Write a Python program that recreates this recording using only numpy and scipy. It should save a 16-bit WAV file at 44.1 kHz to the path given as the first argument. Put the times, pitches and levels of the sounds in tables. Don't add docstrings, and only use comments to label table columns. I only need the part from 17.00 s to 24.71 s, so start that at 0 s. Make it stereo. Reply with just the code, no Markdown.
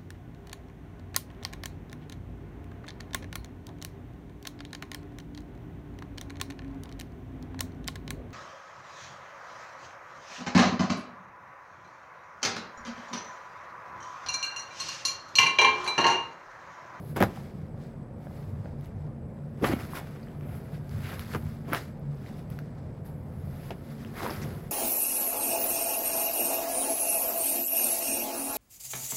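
import sys
import numpy as np
from scipy import signal
from scipy.fft import rfft, irfft
from scipy.io import wavfile
from scipy.ndimage import uniform_filter1d

SR = 44100
rng = np.random.default_rng(int(sys.argv[2]) if len(sys.argv) > 2 else 0)


def put_to_file(sound):
    columns = np.atleast_2d(sound).T
    safe = np.clip(columns, -1, 1)
    whole_steps = np.round(safe * 32767)
    wavfile.write(sys.argv[1], SR, whole_steps.astype(np.int16))


def to_linear_factor(level_db):
    exponent = np.asarray(level_db, float) / 20
    return 10 ** exponent


N = 340011

# (frequency [Hz], density [dB per Hz])
RUSTLE = [(5000, -30), (7500, -15), (9200, -18), (10200, -4), (11400, 0), (13000, -2.5), (15000, -7),
          (16500, -10)]
# (frequency [Hz], density [dB per Hz])
GRIT = [(1800, -25.5), (3000, -5), (3900, -5), (5100, -5), (5800, -10.5), (8000, -10), (10000, -18.5)]


def cracks():
    # (time [s], snap peak [dB], thump re snap [dB], fizz re snap [dB], snap ring [Hz])
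    creases = [(0.161, -34, -4, -10, 700), (0.2031, -23.5, 8, 9, 1100), (0.214, -31.5, 16, -14, 1180),
               (0.2247, -11.5, -14, 2, 1050), (0.2352, -26, 11.5, -43, 1040), (2.6337, -36, 12, -15, 902),
               (2.643, -21, 3, -17, 1390), (2.6974, -43, -15, -15, 1380), (2.7341, -34, -3, -29, 1300),
               (2.9347, -45, -29, 17, 1210), (4.3475, -26.5, 6, -25, 1010), (4.3573, -30.5, 4, -13, 1100),
               (4.6998, -37, -4, -7, 902), (4.732, -20.5, 0, 12, 1210), (4.7466, -19, -17, -30, 1700),
               (6.706, -33.5, -2, -17, 2420), (7.295, -29.5, -3, -20.5, 990)]
    # (time [s], snap peak [dB], fizz re snap [dB], snap ring [Hz])
    fibres = [(0.5494, -85, -24, 2560), (1.8093, -47, 12, 2570), (1.8577, -51, 16, 2510),
              (3.409, -43, -15, 1800), (3.893, -40, -24, 4440), (4.14, -40, -8, 2500),
              (4.1935, -27.5, 11.5, 2870), (4.246, -53, 1, 3400), (4.4393, -64, 30, 2630),
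              (4.995, -67, 28, 3000), (5.153, -64, 24, 3000), (5.5013, -44.5, 17, 3200),
              (5.5892, -39, 9, 4500), (6.0447, -62, 1, 2660), (7.0477, -36, -30, 1530),
              (7.147, -56, -10, 1910)]
    crease_t60_s, fibre_t60_s, fibre_thump_db = 0.044, 0.014, -12
    events = [(*row, crease_t60_s) for row in creases]
    events += [(s, db, fibre_thump_db, fizz_db, hz, fibre_t60_s) for s, db, fizz_db, hz in fibres]
    t, out = np.arange(4410) / SR, np.zeros(N)
    for s, db, thump_db, fizz_db, hz, t60_s in events:
        burst = 0.066 * rng.standard_normal(len(t)) * to_linear_factor(-60 * t / t60_s)
        burst[0] += 1
        snap = resonate_twice(burst, hz, 1.36 * hz) + 0.022 * colour(burst, GRIT)
        thump, fizz = panels(burst), colour(burst, RUSTLE)
        sound = to_linear_factor(db) * snap / abs(snap).max()
        sound += to_linear_factor(db + thump_db - 7.5) * thump / abs(thump).max()
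        sound += to_linear_factor(db + fizz_db - 12) * fizz / abs(fizz).max()
        part = out[round((s + .0011) * SR):][:len(t)]
        part += sound[:len(part)]
    return out


def knocks():
    # (time [s], peak [dB], frequency [Hz], t60 [ms])
    hits = [(0.2079, -15.5, 191, 49), (.2095, -16, 567, 30), (0.2168, -13, 380, 51),
            (0.2203, -18.5, 209, 92), (.2265, -15.5, 790, 36), (.2315, -16, 565, 27),
            (0.2361, -24, 303, 27), (.374, -34, 780, 25), (2.696, -17, 330, 30), (2.7355, -15, 256, 45),
            (2.934, -31, 1050, 19), (1.269, -36, 600, 28), (1.270, -43, 1600, 9), (1.310, -41, 800, 25),
            (1.658, -34, 620, 20), (1.658, -38, 1500, 7), (2.614, -30, 407, 60), (2.622, -24, 410, 50),
            (2.631, -15, 254, 45), (2.638, -21, 500, 50), (2.772, -34, 217, 44), (2.930, -37, 257, 34),
            (3.272, -45, 1700, 14), (3.285, -48, 3100, 9.6), (3.755, -47, 2510, 14),
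            (4.347, -25.5, 447, 39), (4.355, -35, 353, 31), (4.72, -24.5, 298, 38), (4.7316, -19, 1317, 13),
            (4.741, -23, 1190, 27), (5.262, -42, 2050, 10), (5.263, -46, 2500, 8.6), (5.501, -48, 1090, 16),
            (5.589, -30.5, 1500, 5.2), (5.589, -47.5, 5100, 5.8), (6.473, -42, 606, 19),
            (6.706, -27, 640, 22), (6.708, -35, 2460, 6), (7.206, -29, 1110, 23), (7.237, -37, 396, 38),
            (7.263, -22.5, 980, 21), (7.264, -41, 2300, 8), (7.292, -35, 437, 40), (7.317, -32, 300, 35),
            (7.438, -40, 304, 32)]
    rise_turns = 0.1
    t, out = np.arange(4410) / SR, np.zeros(N)
    for s, db, hz, t60_ms in hits:
        rise = 1 - np.exp(-t * hz / rise_turns)
        decay = to_linear_factor(-6e4 * t / np.clip(t60_ms, 3, 2e4 / hz))
        ring = rise * decay * np.sin(2 * np.pi * hz * t)
        out[round(s * SR):][:len(t)] += to_linear_factor(db) * ring / abs(ring).max()
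    return out


def handling(snaps, thuds):
    # (frequency [Hz], density [dB per Hz])
    scrape_spectrum = [(500, -24.5), (1100, 0), (1500, 1), (2100, -1.5), (2700, -7.5), (3300, -8.5),
                       (6000, -48.5)]
    flex_db, scrape_db, grit_db, rustle_db, stiff_db = efforts()
    drag = slips(per_s=1800, spread_db=3.0, clump_db=1.0, hiss=1.6)
    creak = slips(per_s=600, spread_db=2.5, clump_db=1.2, hiss=.8)
    fibres = slips(per_s=3000, spread_db=2.5, clump_db=1.1, hiss=1.5)
    flex = to_linear_factor(flex_db + 3.5) * steady(panels(creak, stiff_db), 900, .8)
    scrape = to_linear_factor(scrape_db + 0.5) * evened(colour(drag, scrape_spectrum))
    grit = to_linear_factor(grit_db + 4.0) * evened(colour(drag, GRIT))
    rustle = to_linear_factor(rustle_db + .7) * evened(colour(fibres, RUSTLE))
    return ducked(flex, snaps + thuds) + ducked(scrape + grit, snaps) + rustle


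def efforts():
    # (peak time [s], flexing [dB], scraping re flexing [dB], rise [ms per 10 dB], fall [ms per 10 dB])
    presses = [(0.162, -32, -8.5, -2, 78), (0.206, -19.5, -3, 2.5, 27), (.229, -18, -12, 17, 4),
               (.262, -37, -19, 17, 33), (.352, -54, -16, 66, 195), (2.627, -21.5, -23, -5, 33),
               (2.645, -27, 5, 6, 11), (2.702, -32, -8, 44.5, 67), (2.734, -25, -7, 10, 8),
               (2.802, -54, 3, 40, 47), (2.972, -42.5, -2, 38, 40), (3.102, -63, 3.5, 102, 260),
               (3.502, -49.5, -8.5, 158, 150), (3.762, -51, -14.5, 75, 67), (4.062, -58.5, 8, 75, 103),
               (4.132, -45.5, 0.5, 38, 35), (4.349, -26, -7, 5.5, 18.5), (4.703, -37.5, -10, 28, 52),
               (4.735, -27, -1, 8.5, 22.5), (5.252, -67.5, -2, 80, 200), (6.709, -33, -7.5, 4, 13),
               (7.172, -52, 1, 36, 100), (7.246, -35, -10.5, 55, 60), (7.31, -35.5, -8, 38, 26),
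               (7.432, -42.5, -16, 37, 175)]
    # (peak time [s],
    # rustle [dB], grit re rustle [dB], rise [ms per 10 dB], fall [ms per 10 dB])
    rubbings = [(.092, -59, -9, 127, 67), (.165, -43, 0.5, 4.5, 13), (.226, -48, 2.5, 16, 38),
                (.362, -65.5, 3.5, 97, 156), (.602, -93, 14, 150, 300), (.822, -75, 6.5, 44, 116),
                (1.002, -96, 10.5, 150, 300), (1.242, -71, -1.5, 52, 105), (1.362, -65, -2.5, 85, 155),
                (1.652, -85, 12, 200, 200), (1.852, -68.5, 1, 47, 42), (2.052, -86.5, 9, 253, 68),
                (2.592, -82, 0, 40, 45),
                (2.662, -43, -2, 23, 70), (2.802, -55.5, -2, 39, 100), (2.97, -45, -5, 44, 24.8),
              (3.102, -66.5, 0, 450, 250), (3.562, -58.5, -9.5, 125, 70), (3.752, -64.5, -2.5, 140, 60.4),
              (3.922, -62, -2, 66, 100), (4.052, -57.5, 0.5, 81, 100), (4.142, -52, -5, 100, 30),
              (4.201, -51.5, -5, 32, 50), (4.345, -51.5, -0.5, 63, 50.7), (4.482, -64, -1.5, 210, 150),
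              (4.702, -55, -3, 25, 30), (4.739, -46, 2, 10, 61), (5.282, -68, 2.5, 166, 164),
              (5.385, -61.5, -6, 31, 40), (5.501, -61, -3, 3.5, 84), (5.852, -90.5, 16, 1100, 201),
              (6.055, -57.5, -10.5, 7.4, 59.6), (6.682, -58.5, -6, 305, 63), (6.922, -62, -3.5, 140, 50),
              (7.052, -62.5, .4, 130, 80), (7.172, -51.5, -5.5, 23, 100), (7.235, -48.5, -2, 52, 30),
              (7.282, -48.5, -6, 88, 250)]
    rest_flex_db, rest_scrape_db, rest_grit_db, rest_rustle_db = -57.5, -86, -100, -92
    rub_scrape_db = 7
    rubs = rubbings
    scrapes = [(s, db + rel, *shape) for s, db, rel, *shape in presses]
    scrapes += [(s, db + rel + rub_scrape_db, *shape) for s, db, rel, *shape in rubs]
    flex_db = swells([(s, db, *shape) for s, db, rel, *shape in presses], rest_flex_db)
    scrape_db = swells(scrapes, rest_scrape_db)
    grit_db = swells([(s, db + rel, *shape) for s, db, rel, *shape in rubs], rest_grit_db)
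    rustle_db = swells([(s, db, *shape) for s, db, rel, *shape in rubs], rest_rustle_db)
    stiff_db = 0.5 + 0.35 * (scrape_db - flex_db) + 0.12 * (flex_db - rest_flex_db)
    return flex_db, scrape_db, grit_db, rustle_db, stiff_db


def panels(x, stiff_db=0):
    # (frequency [Hz], width [Hz], level [dB])
    modes = [(107, 19, -2.5), (235.8, 35, 1), (325, 103, -2.5), (403, 62, 1), (655, 310, 1.5),
             (798, 240, 2.5), (1020, 450, -5)]
    out = 0
    for k, (hz, width, db) in enumerate(modes):
        gain = (-1) ** k * to_linear_factor(db + stiff_db * np.log2(hz / 450)) / np.sqrt(width)
        out = out + gain * resonate(x, hz, width)
    return out


def slips(per_s, spread_db, clump_db, hiss):
    sizes = to_linear_factor(spread_db * np.minimum(rng.exponential(1, N), 5))
    clicks = sizes * (rng.random(N) < per_s / SR) * rng.standard_normal(N)
    mix = evened(clicks) + hiss * rng.standard_normal(N)
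    return mix * to_linear_factor(clump_db * wander(24))


def ducked(board, snaps):
    board_power = uniform_filter1d(board ** 2, size=500) + 1e-12
    snap_power = uniform_filter1d(snaps ** 2, size=500) + 1e-12
    return board * board_power / (board_power + 3 * snap_power)


def chafes():
    # (time [s], length [s], level [dB], frequency [Hz], width [Hz])
    edge_rubs = [(3.225, 0.016, -60, 4700, 710), (4.009, 0.1, -49, 2300, 1300),
                 (4.079, 0.047, -50, 2500, 1600), (7.134, 0.085, -51, 1970, 700),
                 (7.336, .06, -58, 2040, 500), (6.547, 0.15, -66, 2570, 700),
                 (5.265, 0.014, -58, 4130, 900), (7.297, 0.021, -42, 5030, 1200),
                 (7.335, 0.007, -54, 5000, 700), (7.404, 0.045, -48.5, 5470, 2500),
                 (7.405, 0.046, -47.5, 1990, 900)]
    out = np.zeros(N)
    for s, length_s, db, hz, width in edge_rubs:
        rub = rng.standard_normal(round(length_s * SR))
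        part = out[round(s * SR):][:len(rub)]
        part += to_linear_factor(db) * evened(resonate_twice(rub, hz, width)) * np.hanning(len(rub))
    return out


def spread(x, loose):
    # (frequency [Hz], left-right likeness [0-1])
    likeness = [(60, .97), (380, .94), (1300, .72), (2200, .8), (4200, .4), (5300, .6), (7000, .35),
                (9300, .5), (15000, .15)]
    # (frequency [Hz], phase [rad])
    phase_lead = [(250, 0), (950, .55), (2410, .1), (4310, 1.1), (5510, .3), (8300, 3.2), (10500, 2.9),
                  (12000, 1.5)]
    hz, _, z = signal.stft(x, SR, nperseg=128)
    same = np.clip(read(likeness, hz), .01, 1)[:, None] ** loose
    lead = read(phase_lead, hz)[:, None]
    other = abs(z) * np.exp(2j * np.pi * rng.random(z.shape))
    right = same * z * np.exp(-1j * lead) + 1.56 * np.sqrt(1 - same ** 2) * other
    return np.array([x, signal.istft(right, SR, nperseg=128)[1][:N]])


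def echoes(x):
    # (frequency [Hz], t60 [s])
    decay_t60 = [(200, 0.13), (1000, 0.11), (4000, 0.14), (12000, 0.086)]
    taps = np.zeros((2, SR // 2))
    at = np.arange(200, SR // 2 - 20, 20) + rng.integers(0, 20, (2, (SR // 2 - 201) // 20))
    np.put_along_axis(taps, at, rng.choice([-1., 1.], at.shape), 1)
    hz, t, z = signal.stft(taps, SR, nperseg=256)
    tail = signal.istft(z * to_linear_factor(-60 * t / read(decay_t60, hz)[:, None]), SR, nperseg=256)[1]
    return signal.fftconvolve(x, tail / np.linalg.norm(tail[0]), axes=1)[:, :N]


def drones():
    # (time [s], level [dB])
    surges = [(.22, -37.5), (.6, -41), (1.57, -35.5), (1.95, -37.5), (2.25, -40), (2.73, -38), (3.53, -37),
              (3.96, -33.5), (4.2, -38), (4.45, -35), (4.8, -42), (5.52, -38), (5.88, -39), (6.15, -40),
              (6.43, -35.5), (7.48, -36)]
    # (time [s], level [dB])
    throbs = [(.11, -40), (.6, -43), (.8, -46), (1.45, -45), (1.8, -38), (2.06, -39), (2.45, -46),
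              (2.72, -46), (3.45, -40.5), (3.75, -34), (4.05, -37), (4.42, -36.5), (4.7, -39.5),
              (5.07, -34), (5.4, -41.5), (5.59, -42), (5.82, -41), (6.1, -40.5), (6.5, -42), (6.92, -45),
              (7.25, -53), (7.45, -40.5)]
    # (frequency [Hz], width [Hz], level [dB])
    whines = [(40.7, 6.7, -55), (227.2, 2.1, -52), (284.2, 6.2, -62)]
    surge_ms, throb_ms = 122, 100
    idle_rumble_db, idle_drone_db = -67, -48
    rumble_db = swells([(s, db, surge_ms, surge_ms) for s, db in surges], idle_rumble_db)
    drone_db = swells([(s, db, throb_ms, throb_ms) for s, db in throbs], idle_drone_db)
    rumble = steady(fuzzy(hz=93.7, width=51.6), 3000, .45)
    drone = steady(fuzzy(hz=143.67, width=12.8), 3000, .45)
    out = to_linear_factor(rumble_db - 0.5) * rumble + to_linear_factor(drone_db + 1.0) * drone
    for hz, width, db in whines:
        out += to_linear_factor(db) * fuzzy(hz, width)
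    return out


def yard():
    # (frequency [Hz], level [dB])
    wash_spectrum = [(31, -33), (41, -28), (86, -2.5), (145, -1.5), (235, -13.5), (310, -20.5),
                     (512, -18.5), (700, -23), (2300, -42.5), (2900, -55), (6000, -68), (8000, -60.5),
                     (11300, -64), (12200, -77), (16000, -71)]
    # (frequency [Hz], left-right likeness [-1 to 1])
    likeness = [(60, .96), (200, .9), (380, .65), (700, 0), (1300, -.3), (2400, 0), (4400, -.2), (8000, 0)]
    frame_count, hz = N // 512 + 5, np.fft.rfftfreq(2048, 1 / SR)
    a, b, c, d, patches = rng.standard_normal((frame_count, 1025, 5)).T
    patches = uniform_filter1d(patches, size=20, axis=0)
    patches = evened(uniform_filter1d(patches, size=8, axis=1))
    same = np.clip(read(likeness, hz), -1, 1)[:, None]
    left, other = a + 1j * b, c + 1j * d
    z = np.array([left, same * left + np.sqrt(1 - same ** 2) * other])
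    thin_db = -7 * np.exp(-((hz - 115) / 60) ** 2)
    z *= to_linear_factor((read(wash_spectrum, hz) + thin_db)[:, None] + 1.04 * patches)
    return to_linear_factor(-42) * evened(signal.istft(z, nperseg=2048, noverlap=1536)[1][:, :N])


def birds():
    # (time [s], level [dB])
    twitter = [(0, -82), (.9, -78), (1.5, -78), (1.9, -82), (2.3, -80), (3.2, -76.5), (4.3, -78.5),
               (5.1, -76), (6.3, -78), (6.8, -83), (7.71, -77)]
    s, db = np.transpose(twitter)
    level_db = np.interp(np.arange(N) / SR, s, db)
    out = np.zeros((2, N))
    for hz, side in [(7780, 0), (8080, 0.98)]:
        whistle = np.sin(2 * np.pi * np.cumsum(hz + 150 * wander(45)) / SR)
        chirps = np.clip(wander(16) + .3, 0, 1) * to_linear_factor(4 * wander(120))
        out += to_linear_factor(level_db) * whistle * chirps * np.roll([[1], [.4]], side)
    return out


def evened(x):
    return x / np.sqrt(np.mean(x ** 2) + 1e-20)


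def read(points, hz):
    f, value = np.transpose(points)
    return np.interp(np.log(hz + 1), np.log(f + 1), value)


def colour(x, points):
    gain_db = np.maximum(read(points, abs(np.fft.fftfreq(8192, 1 / SR))), -90)
    log_gain = np.log(to_linear_factor(gain_db))
    taps = np.fft.ifft(np.exp(log_gain - 1j * signal.hilbert(log_gain).imag)).real[:2048]
    return signal.oaconvolve(x, taps / np.linalg.norm(taps))[:len(x)]


def resonate(x, hz, width):
    turn = np.exp(2j * np.pi * np.cumsum(hz * np.ones(len(x))) / SR)
    r = np.exp(-np.pi * width / SR)
    return 2 * (turn * signal.lfilter([1 - r], [1, -r], x / turn)).real


def resonate_twice(x, hz, width):
    return resonate(resonate(x, hz, width), hz, width)


def fuzzy(hz, width):
    return evened(resonate_twice(rng.standard_normal(N), hz, width))


def wander(per_s):
    steps = rng.standard_normal(N // 64 + 2)
    smooth = signal.sosfiltfilt(signal.butter(2, per_s, fs=SR / 64, output="sos"), steps)
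    return np.interp(np.arange(N) / 64, np.arange(len(steps)), evened(smooth))


def steady(x, span, firm):
    return evened(x / (uniform_filter1d(abs(x), size=span) + 1e-12) ** firm)


def swells(rows, rest_db):
    t = np.arange(0, N + 32, 32) / SR
    s, db, rise_ms, fall_ms = np.transpose(rows)[..., None]
    slope_db = -1e4 * abs(t - s) / np.maximum(np.where(t < s, rise_ms, fall_ms), 1)
    total_db = 10 * np.log10((to_linear_factor(db + slope_db) ** 2).sum(0) + to_linear_factor(rest_db) ** 2)
    return np.interp(np.arange(N) / SR, t, total_db)


def scene():
    snaps, thuds = to_linear_factor(5) * cracks(), knocks()
    board = handling(snaps, thuds) + chafes()
    box = spread(snaps, 0.84) + spread(thuds, 0.48) + spread(board, 1.0)
    reflected = to_linear_factor(-8.0) * echoes((snaps + thuds + board)[None])
    return box + reflected + drones() + yard() + birds()


def band_limit(x):
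    return signal.sosfilt(signal.butter(12, 16820, fs=SR, output="sos"), x)


def record(dry):
    # (frequency [Hz], left re right [dB])
    balance = [(60, -1.5), (700, -1), (2400, 1.1), (7000, 2), (8000, -5.5), (10200, 15), (12000, -1),
               (16000, 2)]
    hz = np.fft.rfftfreq(N, 1 / SR)
    lean_db = read(balance, hz) / 2
    bass_cut_db = -10 * np.log10(1 + (38 / (hz + 1)) ** 14)
    edge_db = bass_cut_db - 30 * (hz > 15850)
    mix = irfft(rfft(dry) * to_linear_factor([edge_db + lean_db, edge_db - lean_db]), N)
    return band_limit(mix)


dry = scene()
out = record(dry)
put_to_file(out)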